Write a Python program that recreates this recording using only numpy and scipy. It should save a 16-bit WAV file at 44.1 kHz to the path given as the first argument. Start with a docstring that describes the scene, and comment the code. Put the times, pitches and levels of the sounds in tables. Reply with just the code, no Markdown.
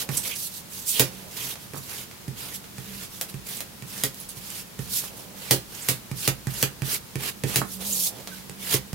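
"""Gloves and leather slide and scuff first, over faint room air and a low hum that wavers to the end.
From about one second a plastic spatula is drawn in quick strokes over leather on a workbench:
it lands with a pat and a soft thump, hisses over the grain and often snaps off onto the bench.
Ticks, knocks, rubs and slides fall in between; late on, one stroke drags the leather along the bench.
Friction is filtered noise, contacts are noise bursts, blade and bench ring as decaying modes."""
import sys
import numpy as np
from scipy import signal
from scipy.fft import rfft, irfft, next_fast_len
from scipy.io import wavfile
from scipy.ndimage import uniform_filter1d

SR = 44100
rng = np.random.default_rng(int(sys.argv[2]) if len(sys.argv) > 2 else 0)


def bounce(signal):
    """Save signal as a 16-bit WAV file at the path given by the first command-line argument."""
    frames = np.transpose(np.atleast_2d(signal))
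    limited = np.clip(frames, -1, 1)
    pcm = np.round(limited * 32767).astype(np.int16)
    wavfile.write(sys.argv[1], SR, pcm)


N = 394254
TIME = np.arange(N) / SR


def amp(db):
    """Decibels to gain."""
    return 10 ** (np.asarray(db) / 20)


def unit(x):
    """Scales to an rms of one."""
    return x / np.sqrt(np.mean(x ** 2) + 1e-20)


def read(points, hz):
    """Reads a table of (f/Hz, value) on a log-frequency axis."""
    f, value = np.transpose(points)
    return np.interp(np.log(hz + 1), np.log(f + 1), value)


def add(mix, s, sound):
    """Mixes a sound in at time s."""
    start = max(round(s * SR), 0)
    part = mix[..., start:][..., :sound.shape[-1]]
    part += sound[..., :part.shape[-1]]


def shaped(x, gain):
    """Filters x by a gain given as a function of frequency."""
    size = next_fast_len(x.shape[-1])
    spectrum = rfft(x, size) * gain(np.fft.rfftfreq(size, 1 / SR))
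    return irfft(spectrum, size)[..., :x.shape[-1]]


def coloured(x, points, size=2048):
    """Causal filter of unit energy with the spectrum of a table, so that attacks stay sharp."""
    hz = abs(np.fft.fftfreq(size, 1 / SR))
    log_gain = np.log(amp(read(points, hz)))
    minimum_phase = np.exp(np.conj(signal.hilbert(log_gain)))
    taps = np.fft.ifft(minimum_phase).real[:size // 2]
    return signal.oaconvolve(x, taps[None] / np.linalg.norm(taps))[:, :x.shape[-1]]


def drift(hz):
    """Slow random motion of rms one, up to about hz."""
    return unit(shaped(rng.standard_normal(N), lambda f: np.exp(-(f / hz) ** 2)))


def panned(pan_db):
    """Left and right gains for a left-right level difference."""
    gains = amp(np.array([[.5], [-.5]]) * pan_db)
    return gains / gains.mean(0)


def swelling(start, end, rise_s, fall_s):
    """Rises smoothly to one at start, holds until end and falls smoothly."""
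    early = np.maximum(start - TIME, 0) / rise_s
    late = np.maximum(TIME - end, 0) / fall_s
    return np.exp(-early ** 2 - late ** 2)


# decay of the workshop's reflections: (f/Hz, t60/s)
ROOM_DECAY = [(100, 0.49), (500, 0.19), (1500, 0.2), (4000, 0.16), (10000, 0.14), (16000, 0.14)]


def room(x, wet_db, build_s=0.0026):
    """Adds dense reflections that build up quickly and die band by band, different at each ear."""
    t = np.arange(SR // 2) / SR
    hz, at, z = signal.stft(rng.standard_normal((2, len(t))), SR, nperseg=256)
    fade = amp(-60 * at / read(ROOM_DECAY, hz)[:, None])
    tail = signal.istft(z * fade, SR, nperseg=256)[1][:, :len(t)]
    tail *= 1 - np.exp(-t / build_s)
    tail /= np.linalg.norm(tail, axis=1, keepdims=True)
    return x + amp(wet_db) * signal.oaconvolve(x, tail, axes=1)[:, :x.shape[-1]]


def burst(decay_s):
    """A contact: a puff of noise, even in colour, that dies at once."""
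    t = np.arange(SR // 2) / SR
    fade = np.exp(-t / decay_s)
    puff = rng.standard_normal(len(t))
    for _ in range(4):  # fade it, then flatten its spectrum again
        puff = irfft(np.exp(1j * np.angle(rfft(puff * fade))), len(t))
    puff *= np.minimum(1, 10 * fade)
    return puff * np.linalg.norm(fade) / np.linalg.norm(puff)


def spread(decay_s, apart):
    """A contact along the whole edge of the blade reaches the two ears partly unlike."""
    mid, side = burst(decay_s), burst(decay_s)
    return np.array([mid + apart * side, mid - apart * side]) / np.hypot(1, apart)


# steady room air, colour: (f/Hz, level/dB)
AIR_COLOUR = [(15, -43), (25, -13), (110, -2), (195, -2), (249, -6), (463, -10), (714, -13), (887, -11.5),
              (1130, -13.5), (2000, -16), (2280, -16), (4140, -16.5), (4740, -16.5), (8590, -19.5),
              (11300, -18.5), (16000, -21)]
# likeness of the air at the two ears: (f/Hz, likeness 0-1)
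AIR_LIKENESS = [(60, 0.51), (180, 0.59), (550, 0), (1650, 0.011), (4970, 0.0), (15000, 0.49)]
# balance of the air: (f/Hz, left-right level/dB)
AIR_BALANCE = [(60, -6.5), (240, -3), (950, 3.5), (3770, 1), (15000, -2.5)]
# swell of the hum before its random waver: (t/s, level/dB)
HUM_SWELL = [(0, -62), (0.95, -55.5), (1.18, -46.5), (1.42, -62.5), (2.78, -54.5), (2.92, -41.5),
             (3.1, -54), (3.55, -49), (3.72, -56), (4.0, -50.5), (4.65, -49.8), (5.35, -54.5),
             (7.05, -63.5), (7.4, -46.5), (7.92, -40), (8.1, -54), (8.62, -43), (8.94, -50.5)]
# partials of the hum, each wandering around its pitch: (f/Hz, level/dB)
HUM_PARTIALS = [(190.3, 2), (130.6, -12.5), (58.4, -13.5), (437, -13.5)]


def workshop(air_db=-45.5, waver_db=2.6, wander_hz=5):
    """Steady room air is coloured noise; the low hum is sines that waver in pitch and level."""
    a, b = rng.standard_normal((2, N))

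    def same(f):
        return np.clip(read(AIR_LIKENESS, f), 0, 1)

    right = shaped(a, same) + shaped(b, lambda f: np.sqrt(1 - same(f) ** 2))
    pair = np.array([a, right])
    air = shaped(pair, lambda f: amp(read(AIR_COLOUR, f)) * panned(read(AIR_BALANCE, f)))
    hum = np.zeros(N)
    for hz, db in HUM_PARTIALS:
        turns = np.cumsum(hz + wander_hz * drift(14.1)) / SR
        hum += amp(db) * np.sin(2 * np.pi * turns)
    swell = amp(np.interp(TIME, *np.transpose(HUM_SWELL)) + waver_db * drift(8.1))
    return amp(air_db) * air / air.mean(0).std() + hum * swell * panned(-10)


# the hand that steadies the leather shifts on the bench: (start t/s, end t/s, level/dB)
HAND_RUBS = [(0.0, 0.194, -50.5), (0.254, 0.33, -51.5), (1.097, 1.29, -53), (5.1, 5.46, -53),
             (7.79, 8.222, -51)]
# dull colour of the rub: (f/Hz, level/dB)
RUB_COLOUR = [(40, -22), (130, 4), (300, -3.5), (480, 4.5), (900, -2.5), (1500, -18.5), (3000, -17),
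              (8000, -38)]


def rubs(ease_s=0.017, uneven_db=2):
    """Soft friction of a gloved hand: dull noise, unsteady and with little treble."""
    press = sum(amp(db) * swelling(start, end, ease_s, ease_s) for start, end, db in HAND_RUBS)
    skin = unit(shaped(rng.standard_normal(N), lambda f: amp(read(RUB_COLOUR, f))))
    return room(press * amp(uneven_db * drift(25)) * skin * panned(-8.0), wet_db=-5.5)


# scuffs, swishes, ticks and a few squeaks of blade, leather and gloves:
# (middle t/s, length/s, centre f/Hz, bandwidth/Hz, level/dB)
SHORT_SCUFFS = [(0.108, 0.032, 200, 157, -30.5), (0.176, 0.021, 9400, 7240, -20),
                (0.256, 0.019, 3250, 2520, -33), (0.323, 0.07, 2820, 1500, -36),
                (0.362, 0.034, 9400, 10900, -32.5), (0.892, 0.071, 8150, 3200, -29.5),
                (0.968, 0.12, 3100, 1200, -35.5), (1.416, 0.1, 3000, 1600, -43),
                (3.571, .006, 9000, 4000, -30), (4.202, 0.003, 11500, 4000, -30),
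                (4.292, .008, 9600, 4000, -32.5), (4.504, 0.003, 9500, 7000, -29),
                (5.75, 0.012, 6500, 4500, -38), (5.827, 0.028, 7650, 2500, -36.5),
                (7.295, .012, 10000, 8000, -36), (7.931, 0.016, 7100, 1200, -24),
                (8.333, 0.057, 1556, 160, -46.5), (8.497, 0.0032, 7650, 1800, -37)]


def scuffs():
    """Brief scuffs, swishes, ticks and a few squeaks: swelling noise bursts, each in a narrow or wide band."""
    out = np.zeros(N)
    for s, length, hz, width, db in SHORT_SCUFFS:
        rub = shaped(rng.standard_normal(SR // 5), lambda f: 1 / (1 + (2 * (f - hz) / width) ** 4))
        swell = np.hanning(min(round(length * SR), len(rub)))
        add(out, s - length / 2, amp(db) * unit(rub[:len(swell)]) * swell)
    return room(out * panned(-9.0), wet_db=-3)


# light ticks of the blade: (t/s, level/dB, gain of the low part/dB)
LIGHT_TICKS = [(1.5564, -42.5, 16), (2.113, -51.5, 22.5), (2.6423, -52, 21), (3.2122, -17, 1),
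               (3.6056, -23, 3.5), (4.1445, -32.5, -21), (8.2734, -37, 17.5)]
# colour of the blade's ticks, and of its cracks on the bench: (f/Hz, level/dB)
CRACK_COLOUR = [(60, -41), (300, -11), (600, -1.5), (950, -7.5), (1350, -5), (1900, -3), (2900, -2),
                (4300, -1), (6000, -1), (9000, -1), (12000, 2.5), (14000, -3), (16000, 0.5)]


def ticks(split_hz=3500):
    """Light contacts that leave the bench still: noise bursts with more or less low part."""
    out = np.zeros((2, N))
    for s, db, dull_db in LIGHT_TICKS:
        tick = spread(decay_s=0.0033, apart=0.5)
        low = signal.lfilter(*signal.butter(1, split_hz, fs=SR), tick)
        add(out, s, amp(db) * (tick + (amp(dull_db) - 1) * low))
    return room(coloured(out * panned(-4.0), CRACK_COLOUR), wet_db=0.5)


# dull knocks where the blade meets the bench flat: (t/s, level/dB)
FLAT_KNOCKS = [(0.093, -35.5), (1.743, -39), (1.762, -37.5), (5.037, -39), (6.279, -29.5), (6.629, -28.5),
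               (7.6164, -22.5)]
# woody colour of the knocks: (f/Hz, level/dB)
KNOCK_COLOUR = [(60, -21), (250, 1.5), (500, 1.5), (850, -1), (1400, -1), (2000, -12), (3000, -28),
                (8000, -32)]


def knocks():
    """Blunt contacts: a sudden, woody clatter of short noise with little treble."""
    out = np.zeros((2, N))
    for s, db in FLAT_KNOCKS:
        add(out, s, amp(db) * spread(decay_s=0.0097, apart=0.4))
    return room(coloured(out * panned(-6.5), KNOCK_COLOUR), wet_db=-5)


# modes of the bench top, pitch before chance detuning: (f/Hz, level/dB, t60/s)
BENCH_MODES = [(60.3, -3, 0.67), (82, -13, 0.17), (115.7, 0, 0.28), (130.8, 15, 0.18), (169.2, 2.5, 0.19),
               (212.5, -11.5, 0.53), (277.5, 1, 0.11), (353, -11.5, 0.21), (346.6, -5.5, 0.18),
               (407, -4.5, 0.17), (443.4, 6.5, 0.054), (522, -10, 0.26), (600, -14.5, 0.081),
               (653, -27, 0.17), (724, -46, 0.36)]


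def bench(knock_db, contact_s, split_hz=245, lowest_hz=70):
    """The bench top rings after a push; knock_db sets how strongly its upper modes sound."""
    t = np.arange(SR // 2) / SR
    ring = np.zeros(len(t))
    for hz, db, t60 in BENCH_MODES:
        upper = hz > split_hz  # these differ with the spot that is struck
        turn = hz * t * (1 + 0.012 * rng.standard_normal()) + upper * rng.random()
        ring += amp(db + upper * knock_db - 60 * t / t60) * np.cos(2 * np.pi * turn)
    ring *= 1 - np.exp(-t / contact_s)
    # a board radiates little below its lowest modes
    return signal.sosfilt(signal.butter(2, lowest_hz, "high", fs=SR, output="sos"), ring)


# modes of the plastic blade, damped by the hand: (f/Hz, level/dB, t60/s before the hold factor)
BLADE_MODES = [(1883, -0.5, 0.035), (2405, -3, 0.048), (2663, 3.5, 0.0088), (2600, -12, 0.031),
               (3200, -7, 0.022), (4790, -8, 0.066)]


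def blade(hold):
    """The short woody ring of the blade, longer when it hangs free (hold scales its decay times)."""
    t = np.arange(SR // 2) / SR
    ring = np.zeros(len(t))
    for hz, db, t60 in BLADE_MODES:
        tone = np.sin(2 * np.pi * hz * rng.normal(1, 0.0032) * t)
        ring += amp(db - 60 * t / (t60 * hold)) * tone
    return ring


# the blade is set down: (t/s, tick level/dB, thump level/dB, knock against thump/dB)
BLADE_LANDINGS = [(0.0904, -27, -39, -9), (1.7351, -38, -46.5, 5), (1.777, -40, -45.5, -19),
                  (2.2804, -36.5, -37, -5), (2.7823, -35, -44.5, -25), (3.3419, -37.5, -40.5, -17),
                  (3.8231, -36.5, -45, -10), (4.371, -44, -50.5, -19), (4.7912, -34, -37, -2),
                  (6.114, -32, -37, -13), (6.47, -28, -32, -24), (6.82, -28.5, -32.5, -8),
                  (7.1564, -27.5, -35.5, 0.5), (7.437, -23.5, -31, 6), (8.496, -34.5, -50, 2.5),
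                  (8.9304, -31, -34.5, -3.5)]
# colour of blade on leather: (f/Hz, level/dB)
PAT_COLOUR = [(60, -18), (250, 12), (480, 5.5), (750, 0.5), (1500, -3), (2400, 2), (3200, -7.5), (7000, -3),
              (11000, -4), (16000, -13)]


def landings(ring_db=-9.5, hold=.85):
    """The leather cushions the blade: a faint pat and a short ring over the thump of the bench."""
    pats, rings, thumps = np.zeros((3, 2, N))
    for s, tick_db, thump_db, knock_db in BLADE_LANDINGS:
        add(pats, s, amp(tick_db) * spread(decay_s=0.0053, apart=0.51))
        add(rings, s, amp(tick_db + ring_db) * blade(hold))
        add(thumps, s, amp(thump_db) * bench(knock_db, contact_s=0.0019))
    contact = room((coloured(pats, PAT_COLOUR) + rings) * panned(-6.0), wet_db=-2.5)
    return contact + room(thumps * panned(-8.0), wet_db=-12)


# the blade snaps off the edge onto the bench: (t/s, crack level/dB, thump level/dB,
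# knock against thump/dB, rattle against crack/dB, left-right level/dB)
EDGE_SNAPS = [(0.9962, -0.5, -33, 10.5, -17.5, -4.5), (4.0370, -6, -41, 12, -23, -3),
              (5.5100, -1, -32, 9, -16, -3.5), (5.887, -6.5, -37, 4, -14, -3.5),
              (6.2770, -3.5, -31.5, 3, -37, -4), (6.6275, -2.5, -34, 6, -35, -4),
              (7.559, -6.5, -36, 4.5, -13.5, -3.5), (8.741, -8.5, -33.5, 7.5, -32, -8)]


def snaps(corner_db=-1, corner_s=.0009, ring_db=-22, bounce_db=11, bounce_s=.0228):
    """The bent blade slips off the edge, cracks on the bench, rings and rattles and drops once more."""
    cracks, thumps = np.zeros((2, N)), np.zeros(N)
    for s, crack_db, thump_db, knock_db, rattle_db, pan_db in EDGE_SNAPS:
        # a reversed burst grows into the blow
        slip = amp(-19) * spread(decay_s=0.0034, apart=0.41)[:, :SR // 50][:, ::-1]
        blow = amp(rattle_db) * spread(decay_s=0.038, apart=0.81) + amp(ring_db) * blade(hold=1.1)
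        for late_s in (0, corner_s * rng.uniform(.5, 1.5)):  # one corner lands just before the other
            add(blow, late_s, amp(corner_db) * spread(decay_s=0.00069, apart=0.34))
        crack = room(np.hstack([slip, blow]), wet_db=-1.0)
        add(cracks, s - slip.shape[1] / SR, amp(crack_db) * panned(pan_db) * crack)
        add(thumps, s + 0.0019, amp(thump_db) * bench(knock_db, contact_s=0.0019))
        # the more it rattles, the harder it drops back
        drop_db = thump_db + rattle_db + bounce_db
        add(thumps, s + 0.00301 + bounce_s, amp(drop_db) * bench(knock_db, contact_s=0.0022))
    return coloured(cracks, CRACK_COLOUR) + room(thumps * panned(-8.0), wet_db=-20.5)


def slips(per_s, size_db, smooth):
    """Friction noise: sparse slips of uneven size in a wash of countless smaller ones."""
    sizes = rng.choice([-1, 1], N) * amp(size_db * np.minimum(rng.exponential(1, N), 3.5))
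    sparse = sizes * (rng.random(N) < per_s / SR)
    return unit(unit(sparse) + smooth * rng.standard_normal(N))


# the blade is drawn over the leather; at 7.87 s it drags the leather along the bench:
# (start t/s, end t/s, level at the end/dB, swell from start to end/dB,
# bite = low against high hiss at the ends/dB)
BLADE_STROKES = [(0.949, 0.988, -25.5, 10, -2.5), (1.38, 1.516, -33.5, -0.5, -2.5),
                 (1.90, 2.023, -37.5, -0.5, 0.5), (2.388, 2.535, -40, -2.5, 0), (2.777, 3.04, -37, 10, -1),
                 (3.479, 3.594, -37, -3, -4.5), (3.89, 4.04, -34, 6.5, -2), (4.422, 4.6, -35, 6.5, -4),
                 (4.804, 5.08, -38.5, 5, -3.5), (5.375, 5.513, -37, 8, 1), (5.716, 5.9, -36, 7.5, -0.5),
                 (6.179, 6.27, -27.5, 7.5, -5.5), (6.514, 6.615, -30, 8.5, -3),
                 (6.863, 6.942, -23.5, 9.5, -4), (7.211, 7.28, -29.5, 6, 2.5),
                 (7.482, 7.564, -29, 5.5, 0.5), (7.868, 8.067, -22.5, 5, -45),
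                 (8.608, 8.743, -19.5, 22.5, -2)]
# gloves and leather slide lightly over the bench: (peak t/s, rise/s, fall/s, level/dB, bite/dB)
LIGHT_SLIDES = [(0.01, 0.042, 0.031, -27.5, -4.5), (0.16, .045, 0.049, -29, -4.5),
                (0.265, 0.044, 0.071, -28, -5.5), (0.44, 0.068, 0.044, -28.5, -35),
                (0.567, 0.059, 0.042, -35, -18), (0.762, 0.051, 0.12, -34, -12.5),
                (0.893, 0.026, 0.084, -22.5, -40), (1.17, 0.11, .12, -46, 1.5),
                (1.35, 0.058, 0.051, -39.5, -4), (1.455, 0.027, 0.0097, -31, -22),
                (1.62, .03, .06, -44.5, -5), (1.785, 0.036, .014, -35, -14), (1.85, 0.05, .04, -40.5, -6),
                (2.547, 0.015, 0.032, -32.5, -23), (3.14, 0.035, .09, -40.5, -6.5),
                (3.295, .01, .02, -40.5, -3), (4.205, 0.036, 0.058, -41, -5),
                (4.298, 0.013, 0.032, -37, -12), (4.375, 0.018, 0.026, -38.5, -11),
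                (4.968, 0.05, .042, -21.5, -20), (5.04, .01, 0.027, -33, -10), (5.19, 0.06, 0.075, -43, -7),
                (7.738, 0.054, 0.037, -33.5, -27.5), (7.825, 0.025, .04, -34, -2.5),
                (7.93, 0.046, 0.055, -35, -24), (8.17, 0.043, 0.091, -45, 1),
                (8.34, 0.041, 0.084, -42.5, -0.5)]


def friction(grip_s=0.022, lift_s=0.029, speed_arch_db=1, bite_arch_db=1.54):
    """Strength of high and low hiss at each ear: stroke and slide powers add up."""
    strokes, slides = np.zeros((2, 2, N))
    for start, end, db, swell_db, bite_db in BLADE_STROKES:
        to_go = np.clip((end - TIME) / (end - start), 0, 1)
        speed = np.sin(np.pi * to_go)  # fastest at mid stroke: louder, and it bites deeper
        level = amp(db - swell_db * to_go + speed_arch_db * speed)
        press = level * swelling(start, end, grip_s, lift_s)
        strokes += np.array([press, press * amp(bite_db + bite_arch_db * speed)]) ** 2
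    for s, rise_s, fall_s, db, bite_db in LIGHT_SLIDES:
        slides += np.outer(amp([db, db + bite_db]), swelling(s, s, rise_s, fall_s)) ** 2
    stroke_power = strokes[:, None] * panned(-4) ** 2
    slide_power = slides[:, None] * panned(-4.5) ** 2
    return np.sqrt(stroke_power + slide_power)


# colour of the hiss over the grain: (f/Hz, level/dB)
HISS_COLOUR = [(60, -43), (250, 2), (500, -2), (900, -1.5), (1300, -2), (1900, 1.5), (3000, 4), (4500, 2.5),
               (6000, 1.9), (8000, 1.25), (12000, 4), (14500, 1), (16000, -3)]


def scraping(split_hz=3600, judder_db=1.18, patchy_db=2.06, apart=0.78, body_db=-18):
    """Tiny slips over the grain; a biting edge deepens the hiss and shakes the bench."""
    high, low = friction()
    mid, side = (slips(per_s=3000, size_db=-1.0, smooth=2.4) for _ in range(2))
    grain = np.array([mid + apart * side, mid - apart * side]) * amp(judder_db * drift(94))
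    # the colour shifts as different parts of the edge meet the grain
    z = signal.stft(grain, nperseg=512)[2]
    patches = uniform_filter1d(rng.standard_normal(z.shape[1:]), size=7, axis=0)
    patches = unit(uniform_filter1d(patches, size=5, axis=1))
    patchy = signal.istft(z * amp(patchy_db * patches), nperseg=512)[1][:, :N]
    hiss = unit(coloured(patchy, HISS_COLOUR))
    deep = shaped(hiss, lambda f: 1 / (1 + (f / split_hz) ** 4))

    def bench_gain(f):
        return sum(amp(db) / (1 + ((f - hz) / 14) ** 2) for hz, db, _ in BENCH_MODES)

    body = unit(shaped(mid, bench_gain))
    return room(high * (hiss - deep) + low * deep + amp(body_db) * low * body, wet_db=-11.5)


def scene():
    """Everything on and around the bench."""
    background = workshop() + rubs()
    contacts = scuffs() + ticks() + knocks() + landings() + snaps()
    return background + contacts + scraping()


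# balance of the microphone pair: (f/Hz, left-right level/dB)
MIC_BALANCE = [(100, 2.5), (280, 1), (1000, -3.5), (2000, -1.9), (4000, -2), (9000, 0.4), (14000, 1)]


def record(dry):
    """Two microphones differ a little in colour; peaks overload softly; then the band limit."""
    heard = shaped(dry, lambda f: panned(read(MIC_BALANCE, f)))
    held = heard / (1 + heard ** 4) ** (1 / 4)
    lowpass = signal.firwin(401, 15950, window=("kaiser", 8), fs=SR)  # cutoff in Hz
    return signal.oaconvolve(held, lowpass[None], "same")


dry = scene()
out = record(dry)
bounce(out)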